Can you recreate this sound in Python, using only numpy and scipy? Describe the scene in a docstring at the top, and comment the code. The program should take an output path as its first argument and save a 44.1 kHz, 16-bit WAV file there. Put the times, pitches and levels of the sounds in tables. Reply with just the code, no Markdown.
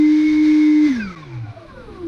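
"""A handheld electric leaf blower first runs at full speed: shaft hum, whines and a bright rush of air.
At about 0.86 s it starts to slow down, and hum and whines slide lower while other tones swell and fade.
The rush hands over to the duller noise of the coasting fan, and the level dips briefly near 1.16 s.
Tones are gliding sine waves; air, rumble and the swelling bands are filtered noise.
"""
import sys
import numpy as np
from scipy.fft import rfft, irfft, next_fast_len
from scipy.io import wavfile
from scipy.ndimage import map_coordinates

SR = 44100
rng = np.random.default_rng(int(sys.argv[2]) if len(sys.argv) > 2 else 0)


def transcribe(signal):
    """Save signal, clipped to [-1, 1], as a 16-bit WAV file at the path in sys.argv[1]."""
    frames = np.atleast_2d(signal).T
    limited = np.clip(frames, -1, 1)
    pcm = np.round(limited * 32767).astype(np.int16)
    wavfile.write(sys.argv[1], SR, pcm)


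N = 91419
T = np.arange(N) / SR  # time of each sample, seconds

# Speed of the motor shaft. Each row: time in seconds, speed in turns per second.
SHAFT_SPEED = [(0, 304.5), (.86, 304.5), (.91, 271), (.97, 230), (1.05, 199), (1.1, 184), (1.16, 164),
               (1.3, 134), (1.43, 115), (1.56, 101), (1.7, 85), (1.8, 74.5), (1.9, 65), (2.0, 57),
               (2.07, 51.3)]
# Imbalance hum: follows the shaft, then lingers and throbs on the mount's resonance.
# Each row: time in seconds, pitch in Hz, level in dB before flutter.
HUM_PATH = [(0.02, 303.2, -11), (0.3, 306.8, -14.5), (0.345, 304, -14.5), (0.424, 306.1, -12),
            (0.866, 301.5, -12), (0.88, 292, -15), (0.908, 268.6, -13.5), (0.935, 253.2, -21),
            (0.97, 234.7, -21), (1.01, 212.7, -27.5), (1.088, 186.8, -27.5), (1.132, 169, -42),
            (1.196, 159, -40.5), (1.288, 134, -37.5), (1.414, 115.9, -25), (1.444, 112, -25.5),
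            (1.462, 103.4, -37), (1.488, 108.2, -28), (1.51, 113, -30), (1.536, 105.5, -55),
            (1.566, 107.3, -36), (1.58, 111, -37.5)]
# Lower whine, near seven times the shaft speed.
# Each row: time in seconds, pitch in Hz, level in dB, both before wavering.
LOW_WHINE_PATH = [(0, 2072, -38.5), (.08, 2072, -34), (.13, 2075, -49), (.62, 2070, -47), (.7, 2068, -37),
                  (.75, 2068, -42), (.85, 2068, -38), (.885, 2045, -35), (.91, 2010, -39),
                  (.925, 1870, -43), (.955, 1680, -35), (.98, 1620, -41), (1.05, 1430, -47),
                  (1.08, 1320, -42), (1.14, 1270, -44), (1.17, 1120, -46), (1.23, 1070, -45),
                  (1.28, 960, -58), (1.33, 875, -53), (1.4, 800, -58), (1.5, 705, -50), (1.62, 655, -40),
                  (1.7, 580, -54), (1.8, 508, -38), (1.86, 460, -48), (1.89, 438, -38), (1.96, 390, -50)]
# Upper whine. Each row: time in seconds, pitch in Hz, level in dB, both before wavering.
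HIGH_WHINE_PATH = [(0, 2196, -54), (.19, 2192, -44), (.28, 2195, -29), (.33, 2195, -39), (.39, 2195, -30),
                   (.43, 2195, -45), (.5, 2190, -35), (.57, 2188, -44), (.62, 2186, -33), (.68, 2205, -40),
                   (.75, 2190, -42), (.86, 2190, -49), (.92, 2030, -42), (.95, 1900, -56), (.98, 1720, -42),
                   (1.005, 1575, -35), (1.032, 1545, -30), (1.045, 1510, -42), (1.085, 1490, -41),
                   (1.11, 1540, -46)]
# Shaft orders (tones locked to the shaft) of the driven motor.
# Each row: pitch at full speed in Hz, level at full speed in dB, both before wavering.
DRIVEN_ORDERS = [(914, -51), (1045, -57), (1580, -56), (1705, -55), (1828, -57), (3654, -53), (5000, -62),
                 (7308, -71)]
# Orders that swell as they cross a housing resonance in the run-down.
# Each row: loudest time in seconds, multiple of the shaft speed, spread in seconds,
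# peak level in dB before beating.
SWELLS = [(1.04, 12, .03, -36), (1.135, 12, .022, -41), (1.19, 12, .02, -50), (.95, 23.5, .028, -52),
          (1.04, 23.6, .035, -52), (1.19, 24, .02, -57), (1.25, 23.6, .02, -55), (1.17, 2, .09, -43),
          (1.33, 2.57, .055, -38), (1.45, 2.65, .025, -42), (1.47, 12.9, .06, -52), (1.64, 3.68, .05, -45),
          (1.7, 12.65, .1, -50), (1.94, 12.65, .09, -51), (1.79, 4.55, .05, -49), (1.51, 7.3, .05, -50),
          (1.94, 5.52, .04, -41), (1.705, 18.95, .015, -48), (1.79, 18.95, .04, -44),
          (1.95, 18.95, .05, -43), (2.07, 6.34, .055, -26), (1.54, 2.85, .03, -50)]
# Bands of noise, from narrow ringing to broad hiss, that swell and fade at fixed pitch.
# Each row: centre in Hz, width in Hz, peak level in dB, loudest time in seconds, spread in seconds.
NOISE_BANDS = [(2350, 170, -53, 1.3, .22), (1150, 70, -54, 1.8, .2), (400, 200, -45, 1.0, .07),
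               (3520, 150, -50, .92, .07), (2030, 70, -46, .96, .05), (3900, 900, -62, 1.8, .25),
               (9500, 3000, -73, 1.95, .35)]
# Resonances of the plastic housing. Each row: centre in Hz, width in Hz, strength in dB before softening.
HOUSING_RESONANCES = [(337, 52, 26), (2526, 270, 20.5)]
# Loudness of the air rush. Each row: time in seconds, level in dB before the boosts and wavering below.
AIR_LEVEL = [(0.05, -44.5), (0.13, -41.5), (0.37, -42), (0.82, -42.5), (0.88, -38), (1.14, -48.5),
             (1.42, -55), (2.05, -58)]
# Colour of the driven jet. Each row: frequency in Hz, relative level in dB before the housing.
JET_COLOUR = [(300, -16), (400, -16), (527, -27.5), (616, -13.5), (737, -26), (904, -14), (1390, -17.5),
              (1670, -12), (1920, -16), (2140, -6), (2660, -25.5), (3770, -15), (6300, -22), (7400, -37),
              (8900, -35), (11200, -52), (12500, -50), (13300, -40.5), (14600, -51)]
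# Colour of the coasting fan. Each row: frequency in Hz, relative level in dB before the housing.
COASTING_COLOUR = [(250, -20.5), (400, -10), (456, -5.5), (755, -8.5), (937, -8), (1140, -3), (1250, -13.5),
                   (1410, -4), (1750, -12.5), (2330, -15.5), (2730, -20.5), (4050, -17), (6100, -26.5),
                   (7000, -35.5), (9500, -40.5), (11000, -53.5), (14000, -56)]
# Colour of the low buffeting. Each row: frequency in Hz, relative level in dB.
RUMBLE_COLOUR = [(12, -9.5), (25, -1.5), (45, -4.5), (75, -4.5), (115, -5.5), (200, -9.5), (270, -9),
                 (400, -22.5), (520, -43)]
# Loudness of the buffeting. Each row: time in seconds, level in dB before wavering.
RUMBLE_PATH = [(0, -46), (.82, -45), (.86, -37), (.95, -43), (1.06, -39), (1.15, -48), (1.5, -46),
               (1.65, -44), (1.8, -42), (2.07, -41)]

HUM_FLUTTER_DB, WHINE_WAVER_DB, ORDER_WAVER_DB = .35, 1.3, 3  # size of the random level changes
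DRIVEN_FADE_DB = 30  # lost per halving of speed
WHINE_BEATING = .6  # share of a whine that smears and beats once the motor coasts
SWELL_BEATING, FULL_BEATING_HZ = .55, 1100  # share of a swell that beats, full above this pitch
JET_BOOST_DB, COASTING_BOOST_DB = 5, 8.5
HANDOVER_S, HANDOVER_WIDTH_S = 1.215, 0.21  # middle and width of the change from jet to coasting fan
HOUSING_SOFTENING = 0.32  # power applied to the housing gain
DIP_S, DIP_WIDTH_S, DIP_DB = 1.1555, .003, -24  # the brief dip in level
TOP_HZ = 14900  # nothing is heard from here up


def amp(db):
    """Turn dB into gain."""
    return 10 ** (np.asarray(db) / 20)


def curves(rows):
    """Join the rows with straight lines: one curve for each column after the time."""
    times, *columns = np.transpose(rows)
    return [np.interp(T, times, column) for column in columns]


def wobble(rate):
    """Draw a smooth random curve through a given number of random points per second."""
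    points = rng.standard_normal(int(N * rate / SR) + 4)
    return map_coordinates(points, [T * rate])


def tone(hz, db):
    """Add up a changing pitch into the phase of a sine wave whose rms level is given in dB."""
    turns = np.cumsum(hz) / SR + rng.random()
    return np.sqrt(2) * amp(db) * np.sin(2 * np.pi * turns)


def noise(colour, body=lambda hz: 1):
    """Shape random noise by a colour table and a body's gain, then scale it to rms 1."""
    size = next_fast_len(N + 8192)
    hz = np.fft.rfftfreq(size, 1 / SR)
    table_hz, table_db = np.transpose(colour)
    # Past the ends of the table the noise is practically silent.
    colour_db = np.interp(np.log(hz + 1), np.log(table_hz), table_db, -120, -120)
    spectrum = rfft(rng.standard_normal(size)) * amp(colour_db) * body(hz)
    x = irfft(spectrum, size)[:N]
    return x / x.std()


def shaft():
    """Give the shaft speed, how often it has halved, and coasting from 0 (full speed) to 1."""
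    speed, = curves(SHAFT_SPEED)
    halvings = np.log2(speed[0] / speed)
    coasting = np.minimum(4 * halvings, 1)
    return speed, halvings, coasting


def hum(coasting):
    """An unbalanced shaft shakes the mount, giving a low tone that flutters more while coasting."""
    hz, db = curves(HUM_PATH)
    flutter_db = (HUM_FLUTTER_DB + coasting) * wobble(35)
    return tone(hz, db + flutter_db + ending_db(HUM_PATH))


def ending_db(rows):
    """Fade a tone after its last row by 300 dB per second."""
    return -300 * np.maximum(T - rows[-1][0], 0)


def whine(rows, coasting):
    """A high motor tone wavers in level; its pitch smears and its loudness beats while coasting."""
    hz, db = curves(rows)
    waver_db = WHINE_WAVER_DB * wobble(45)
    beating = 1 + WHINE_BEATING * coasting * wobble(110)
    smear = 1 + (0.0012 + 0.008 * coasting) * wobble(90)
    return beating * tone(hz * smear, db + waver_db + ending_db(rows))


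def driven_orders(speed, halvings):
    """Tones locked to the shaft drop in pitch and fade as the motor slows."""
    out = 0
    for full_speed_hz, db in DRIVEN_ORDERS:
        hz = full_speed_hz * speed / speed[0] * (1 + 0.0012 * wobble(60))
        waver_db = ORDER_WAVER_DB * wobble(25)
        out += tone(hz, db - DRIVEN_FADE_DB * halvings + waver_db)
    return out


def swelling_orders(speed):
    """Multiples of the shaft speed swell and fade as they cross a housing resonance."""
    out = 0
    for loudest_s, multiple, spread, db in SWELLS:
        hz = multiple * speed
        beating = 1 + SWELL_BEATING * np.minimum(hz / FULL_BEATING_HZ, 1) * wobble(70)
        swell_db = db - 6 * ((T - loudest_s) / spread) ** 2
        out += beating * tone(hz * (1 + 0.005 * wobble(70)), swell_db)
    return out


def motor():
    """The turning shaft sets off the hum, both whines and the driven and swelling orders."""
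    speed, halvings, coasting = shaft()
    whines = whine(LOW_WHINE_PATH, coasting) + whine(HIGH_WHINE_PATH, coasting)
    orders = driven_orders(speed, halvings) + swelling_orders(speed)
    return hum(coasting) + whines + orders


def housing(hz):
    """The plastic housing strengthens frequencies near its resonances, here in softened form."""
    power = 1
    for centre, width, db in HOUSING_RESONANCES:
        power = power + amp(db) ** 2 / (1 + (2 * (hz - centre) / width) ** 2)
    return np.sqrt(power) ** HOUSING_SOFTENING


def air_rush():
    """The bright rush of the jet gives way to the duller noise of the coasting fan."""
    level_db, = curves(AIR_LEVEL)
    coast = 1 / (1 + np.exp(-(T - HANDOVER_S) / HANDOVER_WIDTH_S))
    jet = amp(JET_BOOST_DB) * (1 - coast) * noise(JET_COLOUR, housing)
    fan = amp(COASTING_BOOST_DB) * coast * noise(COASTING_COLOUR, housing)
    return amp(level_db + 0.98 * wobble(20.02)) * (jet + fan)


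def noise_bands():
    """Bands of noise, from narrow ringing to broad hiss, swell and fade at fixed pitch as the motor slows."""
    out = 0
    for centre, width, db, loudest_s, spread in NOISE_BANDS:
        def band(hz):
            return 1 / (1 + (2 * (hz - centre) / width) ** 2)
        level_db = db - 4.5 * ((T - loudest_s) / spread) ** 2
        out += amp(level_db) * noise([(20, 0.0037), (20000, 0)], band)  # practically even noise
    return out


def rumble():
    """Low buffeting is deep noise that wavers in level under everything else."""
    level_db, = curves(RUMBLE_PATH)
    return amp(level_db + 2.8 * wobble(10)) * noise(RUMBLE_COLOUR)


def scene():
    """Add all sources into one channel."""
    return (motor() + air_rush() + noise_bands() + rumble())[None]


def record(dry):
    """Dip the level briefly, then remove everything from TOP_HZ up."""
    dip_db = DIP_DB * np.exp(-((T - DIP_S) / DIP_WIDTH_S) ** 2)
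    size = next_fast_len(N + 4096)
    kept = np.fft.rfftfreq(size, 1 / SR) < TOP_HZ
    return irfft(rfft(dry * amp(dip_db), size) * kept, size)[..., :N]


dry = scene()
out = record(dry)
transcribe(out)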